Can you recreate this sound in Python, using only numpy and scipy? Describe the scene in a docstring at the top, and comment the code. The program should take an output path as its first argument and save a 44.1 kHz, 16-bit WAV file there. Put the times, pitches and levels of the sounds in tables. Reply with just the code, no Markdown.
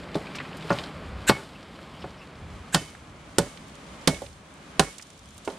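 """On a sandy shore, a machete chops a pile of dry branches two metres from a pair of microphones.
Each stroke excites damped modes of the wood, the ground and the steel, while breaking fibres and
flying chips radiate broadband noise. Twigs tick and the blade scrapes bark over surf, leaves and wind.
The sound starts almost centred and slowly opens to stereo after two seconds."""
import sys
import numpy as np
from scipy import signal
from scipy.fft import rfft, irfft, next_fast_len
from scipy.io import wavfile
from scipy.ndimage import uniform_filter1d

SR = 44100
rng = np.random.default_rng(int(sys.argv[2]) if len(sys.argv) > 2 else 0)


def put_to_file(sound):
    """Save the sound as 16-bit audio at rate SR, in the file named by the first command-line argument."""
    columns = np.atleast_2d(sound).T  # one column per channel
    safe = np.clip(columns, -1, 1)
    whole_steps = np.round(safe * 32767)
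    wavfile.write(sys.argv[1], SR, whole_steps.astype(np.int16))


N = 246078

# noise spectra (frequency [Hz], relative spectral density [dB])
SURF_SPECTRUM = [(53, -25), (90, -7.5), (170, 7), (320, -1), (600, -3), (1200, -5), (2340, -10.5),
                 (5000, -24.5), (9700, -37), (15600, -72)]
LEAF_SPECTRUM = [(1500, -36), (3000, 6.5), (5000, -2), (6500, -1), (8500, -3.5), (11000, -5.5),
                 (15500, -21)]
WIND_SPECTRUM = [(20, -24), (40, -6.5), (68, -0.5), (95, -4.5), (200, -18), (400, -61)]
SWELL_SPECTRUM = [(410, -38), (700, -16), (1050, -38), (1550, -1.5), (2310, -19.5), (2600, -8.5),
                  (3200, -18.5), (4040, -15), (4790, -28), (7450, -5), (9530, -17), (10000, -23),
                  (11300, -9), (15600, -42)]
CRACK_SPECTRUM = [(700, -11), (1200, -5), (2500, -13.5), (3400, -7), (5100, -9), (6800, -16), (8000, -14.5),
                  (9600, -12.5), (11000, -18), (15600, -24)]
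CHIP_SPECTRUM = [(470, -53), (800, -9), (2000, 0), (3100, -5), (6000, -3.5), (9400, -3.5), (11000, -7),
                 (15600, -19)]
# background envelopes (time [s], surf level [dB], leaf level [dB])
SHORE_LEVELS = [(0, -42.5, -55), (.64, -41, -51), (.74, -37.5, -41.5), (.93, -42.5, -54.5),
                (1.25, -42, -53.5), (1.45, -48, -56.5), (2.02, -46, -55), (2.25, -47, -59.5),
                (2.7, -46, -57), (3.01, -49, -64), (3.3, -47.5, -57.5), (3.6, -47.5, -57.5),
                (4.05, -44.5, -54), (4.27, -53.5, -65), (4.75, -46, -54.5), (4.98, -53, -61),
                (5.3, -53, -56.5), (5.58, -47, -54.5)]
# wind on the microphones (time [s], level [dB])
GUSTS = [(0, -46), (.2, -54.5), (.8, -49.5), (1.04, -45), (1.17, -40), (1.36, -59.5), (2.0, -51),
         (2.3, -58), (2.43, -44), (2.55, -40), (2.68, -54), (3.1, -49), (3.35, -56), (3.9, -55),
         (4.2, -48.5), (4.45, -59.5), (5.0, -62.5), (5.58, -53)]
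# spells of handling (start [s], end [s], ticks [count], typical level [dB], typical frequency [Hz])
HANDLING = [(0, 0.899, 26, -42, 3000), (1.501, 2.597, 7, -47.5, 4000), (3.556, 4.7, 6, -46, 7000),
            (5.05, 5.403, 10, -46.5, 8500)]
# the loudest snaps and ticks, including the bright top of the third chop's crack
# (time [s], level [dB], centre frequency [Hz], T60 [s])
SNAPS = [(0.1443, -30.5, 3830, 0.037), (.269, -33.5, 2320, .03), (.346, -34, 2330, 0.13),
         (0.353, -33.5, 5750, 0.082), (.385, -29, 2470, 0.034), (.399, -30, 1800, 0.087),
         (0.4511, -33, 1950, .021), (0.569, -38.5, 9000, .046), (.608, -37, 3000, 0.02),
         (.624, -35, 2940, 0.035), (.694, -36, 3460, 0.066), (.727, -32.5, 5000, .05),
         (0.785, -29, 3270, 0.067), (.8362, -33.5, 3870, .05), (1.628, -41, 3940, 0.027),
         (1.789, -41, 1470, 0.04), (2.018, -39.5, 2960, 0.08), (2.9498, -37.5, 1640, 0.023),
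         (3.3834, -10.5, 8700, 0.03), (3.573, -35, 3280, 0.02), (4.145, -34, 3260, 0.039),
         (4.169, -38, 3080, .03), (4.2624, -41, 3300, 0.031), (4.9821, -31.5, 7040, .028),
         (4.995, -40.5, 2180, 0.063), (5.013, -41, 7000, .03), (5.0235, -33.5, 7200, .028),
         (5.379, -37, 9200, .023), (5.447, -40.5, 7400, 0.1), (5.4755, -34.5, 2540, 0.032),
         (5.5, -41.5, 3900, .04)]
# the blade drags over bark (start [s], duration [s], frequency [Hz], level [dB])
SCRAPES = [(0.715, 0.018, 6300, -36), (1.547, 0.026, 2700, -50.5), (1.915, 0.088, 2980, -53.5),
           (1.997, 0.034, 5340, -57), (2.167, 0.056, 5350, -57), (2.19, 0.065, 2700, -52)]
# hiss just before two of the loud hits (end [s], duration [s], final level [dB])
SWELLS = [(1.294, .028, -12.5), (2.752, 0.031, -22)]
# modes of the pile on the sand, the steel and the branches (frequency [Hz], level [dB], T60 [s])
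GROUND_MODES = [(50.6, -20.5, 0.32), (82, -18.5, 0.23), (123, -11.5, 0.19), (156, 0.5, 0.11),
                (186.5, 2, 0.084)]
BLADE_MODES = [(1448, 8, .11), (1828, -3, .25), (2654, -1, .2), (3047, -2, .35), (3520, -6, .2),
               (4670, -6, .3), (5045, -8, .3), (5930, -5, .25), (7005, -4, .3), (8850, -8, .12)]
WOOD_MODES = [(215, -1, .06), (262, 0, .07), (325, 0, .065), (414, 1, .065), (480, -4, .05),
              (566, -1, .075), (657, -3, .07), (768, -3, .07), (878, -1, .07), (1035, -3, .05),
              (1135, 0, .05), (1290, -3, .035), (1450, 0, .05), (1706, -2, .035), (1832, -2, .035),
              (2100, -5, .025), (2560, -3, .025)]
# reflections from nearby trunks and the bank (delay [ms], gain [dB])
ECHOES = [(15.5, -30.5), (23.0, -17.5)]
# taps and branches dropping back (time [s], knock gain [dB], thud gain [dB], crack gain [dB],
# branch pitch [Hz], roll-off around that pitch [dB/octave], rattle time constant [ms])
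TAPS = [(0.154, -14.5, -25, -30.5, 423, 11, 6.8), (.646, -29.5, -46, -50, 408, 25, 5.1),
        (0.7037, -9.5, -17.5, -30, 810, 5.5, 8), (2.041, -24.5, -29, -65, 633, 2.5, 6.7),
        (2.816, -35.5, -38, -51, 393, 17, 4.6), (4.131, -28, -34, -53, 566, 19, 3.8),
        (4.219, -22.5, -43, -39, 590, 14, 1.9), (5.476, -15.5, -45, -38, 606, 10, 5.1)]
# full strokes (the columns of TAPS, hum gain [dB], gain of the other blade modes [dB], free ringing [s])
CHOPS = [(1.2952, -2, -15.5, -9, 1300, 1, 0.92, -32.5, -42.5, 0.077),
         (2.7449, -12, -14, -7, 597, 1.5, 8.4, -45.5, -34.5, .18),
         (3.3834, -5.5, -15.5, -12, 388, 6, 4.6, -51, -43, 0.15),
         (4.074, -7.5, -14, -5.5, 410, 6.5, 9.5, -35.5, -47, 0.096),
         (4.7944, -5, -16, -6.5, 1100, 0.5, 4.1, -42, -44, .12)]
# side against mid in diffuse sound (frequency [Hz], gain [dB])
DIFFUSE_SIDE = [(60, -17), (200, -21.5), (500, -11), (1200, -3.5), (4000, -5), (12000, 1.5)]
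# response of the capsules (frequency [Hz], gain [dB])
CAPSULE_RESPONSE = [(20, -13), (45, -1), (80, 1), (9500, -2), (11000, -9), (14300, -11.5), (15500, -22)]
# interference dips when spaced microphones are summed (frequency [Hz], gain [dB])
SUM_RESPONSE = [(5000, 1.5), (6200, -6.5), (7500, -2.5), (9500, -4.5), (10200, -5.5), (11000, 0)]
# opening from centre to stereo (time [s], side gain [ratio])
STEREO_WIDTH = [(0, 0.014), (1.95, 0.0039), (2.2, 0.3), (2.6, 0.67), (3.2, 0.99), (4.2, 1.16), (5.58, 1.12)]

PILE_PAN_DB, SNAP_PAN_DB = -3.5, -5.5  # left minus right
STIR_DB, STIR_T60_S = -49.5, 1.3
TICK_T60_S, TICK_SCATTER_DB, TICK_SCATTER_OCT = 0.02, 1, 0.35
HUM_HZ, HUM_T60_S = 2205, 1.0  # the blade's clearest mode
THUD_RISE_S, CRACK_RISE_S = 0.0095, 0.00084
CRACK_T60_S, TEAR_T60_S, TEAR_DB = 0.02, 0.083, -11
CHIP_DB, CHIP_DB_PER_CRACK_DB, CHIP_T60_S = -32.5, 0.48, 0.54
SETTLE_DB, SETTLE_MS = -21, 72  # the pile goes on shifting faintly
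TREBLE_MIN_WIDTH, TREBLE_HZ, CUTOFF_HZ = 0.47, 11200, 15600


def undb(db):
    """Amplitude ratio of a level in decibels."""
    return 10 ** (np.asarray(db, float) / 20)


def unit(x):
    """Normalisation to an rms of 1."""
    return x / np.sqrt(np.mean(x ** 2))


def colour(x, points):
    """Zero-phase filtering by (frequency [Hz], gain [dB]) points joined on a log-frequency axis."""
    hz, db = np.transpose(points)
    size = next_fast_len(x.shape[-1])
    bins = np.maximum(np.arange(size // 2 + 1) * SR / size, 1)
    gain = undb(np.interp(np.log(bins), np.log(hz), db))
    return irfft(rfft(x, size) * gain, size)[..., :x.shape[-1]]


def fade(t, t60):
    """Exponential damping: 60 dB lost in t60 seconds."""
    return np.exp(-np.log(1000) * t / max(t60, .002))


def ring(t, modes, scatter_db, detune):
    """Modal superposition: each blow lands elsewhere, so the modes vary in strength and sign."""
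    draws = rng.standard_normal((len(modes), 3))
    out = 0
    for (hz, db, t60), (polarity, strength, shift) in zip(modes, draws):
        amplitude = np.sign(polarity) * undb(db + scatter_db * strength)
        out += amplitude * fade(t, t60) * np.sin(2 * np.pi * hz * (1 + detune * shift) * t)
    return out


def flicker(rate_hz):
    """Random modulation: steps at the given rate, smoothed twice, with an rms of 1."""
    hold = int(SR / rate_hz)
    steps = np.repeat(rng.standard_normal(N // hold + 1), hold)
    return unit(uniform_filter1d(uniform_filter1d(steps, hold), hold)[:N])


def grit(length, spread_db):
    """Heavy-tailed noise: two independent channels of dense, uneven grains."""
    noise = rng.standard_normal((2, length))
    return unit(noise * undb(spread_db * np.minimum(rng.exponential(size=noise.shape), 6)))


def spread(mid, other):
    """Partial coherence: an independent side signal makes left and right differ."""
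    side = colour(other, DIFFUSE_SIDE)
    return np.array([mid + side, mid - side])


def add(out, start_s, sound, pan_db):
    """Superposition of a sound at its start time, placed by a level difference between channels."""
    i = int(start_s * SR)
    sound = np.atleast_2d(sound)[:, :N - i]
    out[:, i:i + sound.shape[1]] += sound * undb([[pan_db / 2], [-pan_db / 2]])


def surf(t):
    """Breaking water radiates broadband noise whose octaves fluctuate slightly and independently."""
    times, levels, _ = np.transpose(SHORE_LEVELS)
    wash = colour(grit(N, spread_db=0.5), SURF_SPECTRUM)
    water = 0
    for hz in 100 * 2. ** np.arange(8):
        octave = [(hz / 2, -40), (hz / 1.515, -6), (hz, 0), (hz * 1.59, -6), (hz * 2, -40)]
        water += undb(0.26 * flicker(10)) * colour(wash, octave)
    return undb(np.interp(t, times, levels)) * spread(*unit(water))


def leaves(t):
    """Incoherent sources add in power: a background rustle and the shaking from each full stroke."""
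    times, _, levels = np.transpose(SHORE_LEVELS)
    stir = sum((t > s) * fade(np.maximum(t - s, 0), STIR_T60_S) ** 2 for s, *_ in CHOPS)
    power = undb(np.interp(t, times, levels)) ** 2 + undb(STIR_DB) ** 2 * stir
    rustle = undb(flicker(40)) * colour(grit(N, spread_db=3), LEAF_SPECTRUM)
    return np.sqrt(power) * spread(*unit(rustle))


def wind(t):
    """Turbulent pressure on the microphones gives a low rumble that follows the gusts."""
    rumble = undb(1.5 * flicker(9)) * colour(rng.standard_normal((2, N)), WIND_SPECTRUM)
    return undb(np.interp(t, *np.transpose(GUSTS))) * spread(*unit(rumble))


def ticks():
    """Jittered timing: one faint tick in each equal slot of a handling spell, as rows like SNAPS."""
    rows = []
    for start, end, count, db, hz in HANDLING:
        times = start + (end - start) * (np.arange(count) + rng.random(count)) / count
        for s, (strength, shift) in zip(times, rng.standard_normal((count, 2))):
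            centre_hz = hz * 2 ** (TICK_SCATTER_OCT * shift)
            rows.append((s, db + TICK_SCATTER_DB * strength, centre_hz, TICK_T60_S))
    return rows


def snaps():
    """Brittle fracture gives short, broad bands of gritty noise: twigs, and the top of one chop's crack."""
    out, t = np.zeros((2, N)), np.arange(SR // 5) / SR
    for s, db, hz, t60 in SNAPS + ticks():
        band = [(hz / 4, -20), (hz / 2, -7), (hz, 0), (hz * 1.5, -8), (hz * 3, -24), (hz * 8, -50)]
        burst = unit(colour(grit(len(t), spread_db=3), band))
        envelope = (1 - np.exp(-t / (0.02 * t60))) * fade(t, t60)
        add(out, s, undb(db) * envelope * spread(burst[0], .5 * burst[1]), SNAP_PAN_DB)
    return out


def scrapes():
    """Friction of steel on bark sings in a narrow band of noise that rises and falls."""
    out = np.zeros((2, N))
    for s, duration, hz, db in SCRAPES:
        band = [(hz * .8, -30), (hz * .96, -3), (hz, 0), (hz * 1.04, -3), (hz * 1.2, -30)]
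        song = unit(colour(rng.standard_normal(SR // 5), band))
        envelope = np.hanning(int(duration * SR))
        add(out, s, undb(db) * envelope * song[:len(envelope)], pan_db=-3)
    return out


def swells():
    """Power-law growth: a short hiss swells just before two of the loud hits."""
    out = np.zeros((2, N))
    for end, duration, db in SWELLS:
        growth = np.linspace(0, 1, int(duration * SR)) ** 1.4
        hiss = unit(colour(rng.standard_normal((2, SR // 10)), SWELL_SPECTRUM))[:, :len(growth)]
        add(out, end - duration, undb(db) * growth * spread(hiss[0], .4 * hiss[1]), pan_db=-3)
    return out


def ground_thud(t):
    """The pile thumps the sand, exciting low damped modes with a soft onset."""
    onset = 1 - np.exp(-(t / THUD_RISE_S) ** 2)
    return onset * ring(t, GROUND_MODES, scatter_db=3, detune=0.018)


def blade(t, hum_db, modes_db, free_s):
    """Free vibration of the steel, shuddering in the cut until the hand or the wood damps it."""
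    grip = fade(np.maximum(t - free_s, 0), t60=0.029)
    hum = undb(hum_db) * fade(t, HUM_T60_S) * np.sin(2 * np.pi * HUM_HZ * t)
    shudder = undb(3 * flicker(90)[:len(t)])
    other_modes = undb(modes_db) * shudder * ring(t, BLADE_MODES, scatter_db=1, detune=.001)
    return grip * (hum + other_modes)


def fracture(t, crack_db):
    """Fibres release strain as a crack and a slower tear; a louder crack throws a louder spray of chips."""
    onset = 1 - np.exp(-t / CRACK_RISE_S)
    envelope = onset * (fade(t, CRACK_T60_S) + undb(TEAR_DB) * fade(t, TEAR_T60_S))
    fibres = unit(colour(grit(len(t), spread_db=0.5), CRACK_SPECTRUM))
    chips = unit(colour(grit(len(t), spread_db=3.5), CHIP_SPECTRUM))
    crack = undb(crack_db) * envelope * spread(fibres[0], .5 * fibres[1])
    spray = undb(CHIP_DB + CHIP_DB_PER_CRACK_DB * crack_db) * fade(t, CHIP_T60_S) * spread(*chips)
    return crack + spray


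def branch_knock(t, pitch_hz, rolloff_db, rattle_ms):
    """Impact excites the modes near a branch's pitch; neighbours clack against it and echoes follow."""
    modes = [(hz, db - rolloff_db * abs(np.log2(hz / pitch_hz)), t60) for hz, db, t60 in WOOD_MODES]
    body, clack_t = np.zeros(len(t)), t[:SR // 10]
    for k, arrival in enumerate(rng.exponential(size=18).cumsum()):
        ms = arrival * (2 + k / 5) if k else 0  # clacks thin out with time
        strength = 0.7 * np.exp(-ms / rattle_ms) + undb(SETTLE_DB) * np.exp(-ms / SETTLE_MS) if k else 1
        i = min(int(ms * SR / 1000), len(t) - len(clack_t))
        body[i:i + len(clack_t)] += strength * ring(clack_t, modes, scatter_db=1.5, detune=0.018)
    body *= 1 - np.exp(-t * 1000 / (0.12 * rattle_ms))  # a loose branch gives way before it rings
    for ms, db in ECHOES:
        body += undb(db) * np.append(np.zeros(int(ms * SR / 1000)), body)[:len(t)]
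    onset_rms = np.sqrt(np.mean(body[:SR // 100] ** 2))
    return body / onset_rms / 3


def blows():
    """Each impact drives wood and ground together; the full strokes also ring the steel."""
    out, t = np.zeros((2, N)), np.arange(SR // 2) / SR
    for s, knock_db, thud_db, crack_db, pitch_hz, rolloff_db, rattle_ms, *steel in CHOPS + TAPS:
        knock = undb(knock_db) * branch_knock(t, pitch_hz, rolloff_db, rattle_ms)
        thud = undb(thud_db) * ground_thud(t)
        add(out, s, knock + fracture(t, crack_db), PILE_PAN_DB)
        add(out, s, thud, 0.24 * PILE_PAN_DB)  # long waves reach both microphones nearly alike
        if steel:
            add(out, s, blade(t, *steel), PILE_PAN_DB)
    return out


def scene():
    """Linear superposition of all sources at the two microphones."""
    t = np.arange(N) / SR
    return blows() + swells() + snaps() + scrapes() + surf(t) + leaves(t) + wind(t)


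def record(dry):
    """Mid-side mixing opens the capsules' sound to stereo; peaks are limited and the top is cut."""
    left, right = colour(dry, CAPSULE_RESPONSE)
    mid, side = (left + right) / 2, (left - right) / 2
    width = np.interp(np.arange(N) / SR, *np.transpose(STEREO_WIDTH))
    stereo_share = np.clip(width, 0, 1)
    mid = stereo_share * mid + (1 - stereo_share) * colour(mid, SUM_RESPONSE)
    treble = signal.sosfilt(signal.butter(6, TREBLE_HZ, "high", fs=SR, output="sos"), side)
    side = width * side + np.maximum(TREBLE_MIN_WIDTH - width, 0) * treble  # the top starts out wide
    limited = np.clip([mid + side, mid - side], -1, 1)
    return signal.sosfilt(signal.ellip(10, .2, 80, CUTOFF_HZ, fs=SR, output="sos"), limited)


dry = scene()
out = record(dry)
put_to_file(out)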